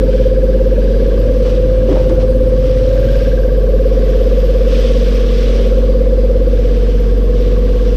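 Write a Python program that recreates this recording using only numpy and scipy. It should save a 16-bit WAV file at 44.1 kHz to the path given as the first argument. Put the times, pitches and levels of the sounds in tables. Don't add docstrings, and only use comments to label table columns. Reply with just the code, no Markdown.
import sys
import numpy as np
from scipy import signal
from scipy.io import wavfile
from scipy.ndimage import uniform_filter1d, minimum_filter1d

SR = 44100
rng = np.random.default_rng(int(sys.argv[2]) if len(sys.argv) > 2 else 0)


def file_out(sig):
    cols = np.atleast_2d(sig).T
    lim = np.clip(cols, -1, 1)
    pcm = np.round(lim * 32767).astype(np.int16)
    wavfile.write(sys.argv[1], SR, pcm)


def magnitude_from_level(level_db):
    exponent = np.asarray(level_db, float) / 20
    return 10 ** exponent


N = 351036
T = np.arange(N) / SR
PUMP_HZ = 17.215
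BASS_FAR_DB, BASS_NEAR_DB = -30, -20
# time_s, hum_delay_ms, nearness to the tank corner (0-1), ring_peak_after_stroke_ms
WALK_PATH = [(0, -2.5, 0.6, 34.4), (.8, -4, 0.36, 29), (1.3, -2, 0.64, 30.7), (1.9, -1.3, 0.86, 33.7),
             (2.7, -0.4, 0.78, 36), (3.1, -1.2, 0.63, 29), (3.6, -2.5, 0.28, 27.9), (3.9, -2.5, 0.2, 29),
             (5, -3.5, 0.08, 28.1), (5.25, -3.5, 0.2, 28.7), (5.8, -2.5, 0.13, 31.4),
             (6.6, -4.5, 0.12, 31.7), (7.96, -3.5, 0.17, 36.2)]


def evened(x):
    return x / np.sqrt(np.mean(x ** 2) + 1e-20)


def curves(rows):
    s, *columns = np.transpose(rows)
    return [np.interp(T, s, c) for c in columns]


def read(points, hz):
    f, value = np.transpose(points)
    return np.interp(np.log(hz + 1), np.log(f + 1), value)


def drift(per_s):
    coarse_t = T[::256]
    coarse = 0
    for f in per_s * np.geomspace(.1, 1, num=8):
        coarse = coarse + np.sin(2 * np.pi * (f * coarse_t + rng.random())) / np.sqrt(f)
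    return np.interp(T, coarse_t, evened(coarse))


def gate(start, length, edge_s, fall_s=None):
    t = T[::64]
    rise = np.tanh((t - start) / edge_s)
    fall = np.tanh((t - start - length) / (fall_s or edge_s))
    return np.interp(T, t, (1 + rise) * (1 - fall) / 4)


def fades(rows, edge_s=0.042):
    return sum(db * gate(s, length, edge_s) for s, length, db in rows)


def noise(spectrum, patchy_db, size=1024):
    hz = np.fft.rfftfreq(size, 1 / SR)
    a, b, patches = rng.standard_normal((4 * N // size + 5, len(hz), 3)).T
    patches = uniform_filter1d(patches, size=12, axis=0)
    patches = evened(uniform_filter1d(patches, size=10, axis=1))
    inside = (hz > spectrum[0][0]) & (hz < spectrum[-1][0])
    shape_db = np.where(inside, read(spectrum, hz), -120)
    z = (a + 1j * b) * magnitude_from_level(shape_db[:, None] + patchy_db * patches)
    return evened(signal.istft(z, nperseg=size, noverlap=3 * size // 4)[1][:N])


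def resonate(x, hz, width):
    b, a = signal.iirpeak(hz, hz / width, SR)
    return signal.lfilter(b, a, signal.lfilter(b, a, x))


def line(turns, db, wander_db, wander_turns):
    level = np.sqrt(2) * magnitude_from_level(db + wander_db * drift(1.548))
    return level * np.cos(2 * np.pi * (turns + wander_turns * drift(1.5)))


def workshop():
    # pitch_hz, level_db per Hz
    rumble_colour = [(20, -2), (30, -2), (60, 2.2), (100, 4.5), (170, -4), (260, 3.5), (400, -2),
                     (520, 1.5), (600, -6.5), (700, -19.5), (800, -21), (1000, -22), (1500, -24.5)]
    # pitch_hz, level_db per Hz
    hiss_colour = [(1060, -17), (1800, -1.5), (2630, -4), (3590, -6.5), (4710, -8.5), (6330, -16),
                   (6620, -20), (8970, -20), (11000, -21), (14300, -52.5), (22000, -120)]
    middle_far_db, middle_near_db = -30.5, -19.5
    near = curves(WALK_PATH)[1]
    bass_db = BASS_FAR_DB + (BASS_NEAR_DB - BASS_FAR_DB) * near
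    middle_db = middle_far_db + (middle_near_db - middle_far_db) * near
    rumble = noise(rumble_colour, 1.3, size=2048)
    bass, up_to_middle = (signal.sosfiltfilt(signal.butter(3, hz, fs=SR, output="sos"), rumble)
                          for hz in (128, 340))
    rumble += (magnitude_from_level(bass_db + 26.5) - 1) * bass
    rumble += (magnitude_from_level(middle_db + 22.5) - 1) * (up_to_middle - bass)
    throb = 1 + 0.047 * np.cos(2 * np.pi * PUMP_HZ * (T - .03))
    return magnitude_from_level(-24.0) * throb * rumble + magnitude_from_level(-46.0) * noise(hiss_colour, 1.4)


def scuffs():
    # start_s, length_s, level_db
    strokes = [(0.086, 0.19, -42), (0.714, 1, -46.5), (1.438, .12, -39), (1.884, 0.16, -40),
               (2.087, 0.078, -46), (2.198, 0.033, -38.5), (2.619, 0.51, -41), (3.08, 0.23, -39),
               (3.923, 1, -41.5), (4.7, 0.19, -33), (4.893, 0.36, -35), (5.308, 0.34, -34.5),
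               (5.668, 0.26, -45), (6.538, 0.54, -43.5), (7.356, 0.21, -41.5), (7.68, 0.49, -42)]
    # pitch_hz, level_db per Hz
    rub_colour = [(760, -31.5), (1300, -3), (1960, -4.5), (3260, -0.5), (4080, -5.5), (5680, -7.5),
                  (6970, -20), (8960, -21.5), (11000, -32.5), (14300, -66.5), (22000, -120)]
    shuffle_db = -47.5
    unevenness = np.minimum(rng.exponential(1, N // 40 + 1), 4).repeat(40)[:N]
    grit = rng.standard_normal(N) * magnitude_from_level(4.6 * unevenness)
    grain = uniform_filter1d(abs(grit), size=60)
    power = magnitude_from_level(2 * shuffle_db)
    for s, length, db in strokes:
        power = power + magnitude_from_level(2 * db) * gate(s, length, 0.13 * length, .25 * length)
    return np.sqrt(power) * evened(noise(rub_colour, 1.1) * (1 + 0.44 * evened(grain)))


def knocks():
    # time_s, thud_db, thud_hz, thud_width (fading per second), clatter_db
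    hits = [(1.451, -28, 700, 201, -36.5), (1.5, -43, 1100, 200, -32), (1.885, -8.5, 391, 39.6, -40.5),
            (1.91, -9, 291, 38.8, -32.5), (1.955, -17, 600, 59, -37), (2.0, -35, 760, 100, -35.5),
            (2.04, -23.5, 377, 60, -37), (1.93, -20, 228, 60, -32.5), (2.095, -11.5, 332, 40.2, -27),
            (2.151, -18, 294, 40, -37.5), (2.2, -27, 610, 100, -46), (2.93, -37, 880, 200, -33.5)]
    out, t = np.zeros(N), T[:6000]
    for s, thud_db, hz, width, clatter_db in hits:
        burst, clatter = rng.standard_normal((2, len(t)))
        thud = np.sin(2 * np.pi * hz * t) * np.exp(-t * width) * (1 - np.exp(-t / 0.0033))
        tail = np.exp(-t / .05) * (1 - np.exp(-t / .003))
        thud += .5 * evened(resonate(burst, hz, 6 * width)) * tail
        clatter = evened(resonate(clatter, 980, 1200) + 0.26 * resonate(clatter, 2800, 3100))
        clatter *= np.exp(-t / 0.006)
        out[round(s * SR):][:len(t)] += magnitude_from_level(thud_db) * thud + magnitude_from_level(clatter_db) * clatter
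    return out


def valves():
    # pitch_hz, width_hz, delay after the stroke_s, loose rattle share, pair_half_split_hz
    plates = [
        (1120, 150, .019, 1.5, 50),
        (1620, 170, .013, .5, 70),
        (1600, 120, .013, .3, 0),
    ]
    # pitch_hz, width_hz, level_db
    thin_parts = [(4744, 16, -58.5), (8870, 30, -69), (12170, 40, -69), (923, 13, -55.5), (679, 6, -53)]
    # pitch_hz, level_db per Hz
    reed_colour = [(6650, -46), (11300, -2.5), (11700, -0.5), (12500, 3), (13100, -4.5), (14100, -6.5),
                   (15000, -13.5)]
    facing = {"low": [(-.3, 1.3, -6.5), (3.95, 2, 3), (6.2, 1.3, -2.5), (7.1, 1.2, 3.5)],
              "high": [(-.3, 1.6, 4.5), (2.85, 0.76, 4.5), (3.9, 0.74, 2)], "cover": [(-.3, 0.99, -5),
              (2.95, .65, 11), (3.8, 1.2, -7.5), (5, 0.31, 3)], "reed": [(2.9, 2.9, 2.5)],
              "low rings": [(.5, 0.77, 3.5), (1.4, .5, -2.5), (4.7, 3.6, -1.5)], "rings": [(.7, 1.1, 3),
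              (2.1, .7, 5.5), (3.4, 2, -1), (5.9, 2.2, -3)]}
    turn_db = {part: fades(rows, .1) for part, rows in facing.items()}
    plates_db = (-46.5 + turn_db["low"], -49 + turn_db["high"], -53.5 + turn_db["cover"])
    reed_db = -55.5 + turn_db["reed"]
    out = np.zeros(N)
    for (hz, width, delay, loose, split), db in zip(plates, plates_db):
        turns = (T - delay) * PUMP_HZ
        swell = np.exp(-(((turns + .5) % 1 - .5) / .18) ** 2)
        ring = 0
        for f in (hz - split, hz + split):
            locked = round(f / PUMP_HZ) * turns
            ring = ring + magnitude_from_level(0.84 * drift(0.55)) * np.cos(2 * np.pi * (locked + 0.27 * drift(1)))
        rattle = evened(resonate(rng.standard_normal(N), hz, width))
        out += magnitude_from_level(db - 1.5) * evened(swell * ring + loose * (.6 * swell + .5) * rattle)
    since = ((T - .025) * PUMP_HZ) % 1
    strength = magnitude_from_level(2.5 * rng.standard_normal(200))[(T * PUMP_HZ + .5).astype(int)]
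    puff = 0.69 + 1.9 * strength * since / 0.19 * np.exp(-since / .15)
    for hz, width, db in thin_parts:
        ring_db = db + turn_db["rings" if hz > 6000 else "low rings"] + 1.2 * drift(3.1)
        ring = evened(resonate(rng.standard_normal(N), hz, width))
        out += magnitude_from_level(ring_db) * np.sqrt(puff) * ring
    return out + magnitude_from_level(reed_db) * evened(puff * noise(reed_colour, 1.2))


def slips():
    # middle_s, level_db, top_hz
    skips = [(.785, -20, 599), (1.286, -21.5, 586), (3.491, -26, 560), (3.73, -23, 575), (5.031, -30, 634),
             (5.75, -25, 554)]
    out, from_hz = np.zeros(N), 380
    for s, db, top_hz in skips:
        arch = np.exp(-((T - s) / 0.0211) ** 2)
        turns = np.cumsum(from_hz + (top_hz - from_hz) * arch) / SR
        out += magnitude_from_level(db) * np.sqrt(2) * arch * np.cos(2 * np.pi * turns)
    return out


def pump():
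    # multiple of the stroke rate, level_db
    low_orders = [(1, -45.5), (2, -36.5), (3, -41.8), (4, -35.4), (5, -47.0), (6, -29.8), (7, -35.3),
                  (8, -35.1), (9, -37.1), (10, -44.9), (11, -33.9), (12, -42.0), (13, -38.1), (14, -39.9),
                  (15, -38.8), (16, -40.5)]
    # pitch_hz, level_db
    intake_ring = [(344, -47), (396, -39), (430, -37.5), (448, -31.5), (465, -29.5), (482, -39.5),
                   (499, -23), (516, -20.5), (534, -29), (551, -28.5), (568, -48), (603, -55.5), (637, -45),
                   (689, -62.5)]
    spots = {"26": [(-.3, 1.47, 4.5), (1.3, 1.2, 0), (3.5, 0.79, 4), (5.5, .5, 0)], "28": [(.2, 0.98, -7),
             (1.3, 0.53, 4), (3.6, 4.7, 6), (5.4, 0.44, -14), (6.2, 2.1, 6.5)], "29": [(.3, 0.57, -1.5),
             (1.2, 0.53, 3), (1.72, .2, -21), (2.95, 0.27, -4.5), (3.9, 0.96, 0), (5, 0.84, -1),
             (6.9, 0.32, -4.5)], "30": [(-.3, 1.06, 3), (.79, 0.48, -10), (1.6, 1.42, 4.5),
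             (3.5, 0.15, -1.5), (5, 0.65, -7.5)], "31": [(-.3, 1.56, 5.5), (1.35, .3, -24),
             (2.5, 0.64, -19), (3.75, 0.29, 6.5), (5.15, 0.49, -18)], "32": [(1.2, 0.15, 1),
             (2.85, 0.47, 6), (5.05, 0.39, -5)]}
    # start_s, length_s, change_db
    panel = [(6.62, 1.7, -14)]
    # start_s, length_s
    rebounds = [(0.793, 0.483), (3.488, 0.206), (5.12, 0.444)]
    # start_s, length_s
    echo = (1.4, .42)
    _, near, peak_ms = curves(WALK_PATH)
    bass_db = BASS_FAR_DB + (BASS_NEAR_DB - BASS_FAR_DB) * near + 24.5
    passing_db = {name: fades(rows) for name, rows in spots.items()}
    shadow_db = fades(panel, 0.18)
    split = sum(gate(s, length, .015) for s, length in rebounds)
    merge = gate(*echo, .06)
    out = np.zeros(N)
    for k, db in low_orders:
        order_db = db + 1.1 * bass_db * (2 < k < 10)
        out += line(round(k) * PUMP_HZ * T + rng.random(), order_db, 2.37, 0.03)
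    for k in range(17, 41):
        if k == 27:
            continue
        fade_db = passing_db[str(min(max(k, 26), 32))] + shadow_db * (k > 29)
        slack = np.clip((abs(k - 29.5) - 1.5) / 7, 0, .7)
        turns = PUMP_HZ * (k * T - (k - 30) * peak_ms / 1000)
        turns += .055 * (k - 30) - np.arctan((k - 29.7) / 1.4) / (3 * np.pi)
        turns += .5 * (np.sinc(.4 * (k - 29.7)) < 0)
        turns -= split * np.clip((k - 29) / 4, 0, .5)
        turns += .3 * merge * (k == 30)
        turns += slack * rng.uniform(-.5, .5)
        out += line(turns, read(intake_ring, k * PUMP_HZ) + fade_db, 4.85 * slack, 0.38 * slack)
    return out


def motor():
    # multiple of the shaft rate, level_db
    shaft_orders = [(2, -40), (2.5, -45), (3, -38), (3.5, -37), (4, -41), (4.5, -40), (5, -31),
                    (5.5, -47.5), (6, -40), (7, -40.5), (9, -46.5), (10, -26.5), (15, -47)]
    shaft_spots = {"2": [(5.8, 2.1, 9)], "5": [(4.7, 1.2, 3)], "10": [(-.3, 1.18, -6.5), (1.6, 1.43, -10.5),
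                   (3.3, .3, -11)], "15": [(-.3, 5.4, -7), (3.3, 1.8, 9.5), (6, 2.1, -1)]}
    shaft_hz = 46.57
    hum_far_db, hum_near_db = -9.5, -12
    delay_ms, near, _ = curves(WALK_PATH)
    turns = shaft_hz * (T - delay_ms / 1000)
    hum_db = hum_far_db + (hum_near_db - hum_far_db) * near
    out = np.sqrt(2) * magnitude_from_level(hum_db) * np.cos(2 * np.pi * turns)
    spot_db = {name: fades(rows, 0.12) for name, rows in shaft_spots.items()}
    for k, db in shaft_orders:
        out += line(k * turns + rng.random(), db + spot_db.get("%g" % k, 0), 1.2, .05)
    return out


def scene():
    return (workshop() + scuffs() + knocks() + valves() + slips() + pump() + motor())[None]


def low_pass(x):
    return signal.sosfilt(signal.butter(12, 15160, fs=SR, output="sos"), x)


def record(dry):
    notched = signal.lfilter(*signal.iirnotch(11150, 5, SR), dry)
    room_left = minimum_filter1d(np.minimum(.88 / (abs(notched) + 1e-9), 1), size=601)
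    gain = uniform_filter1d(uniform_filter1d(room_left, size=300), size=300)
    return low_pass(gain * notched)


dry = scene()
out = record(dry)
file_out(out)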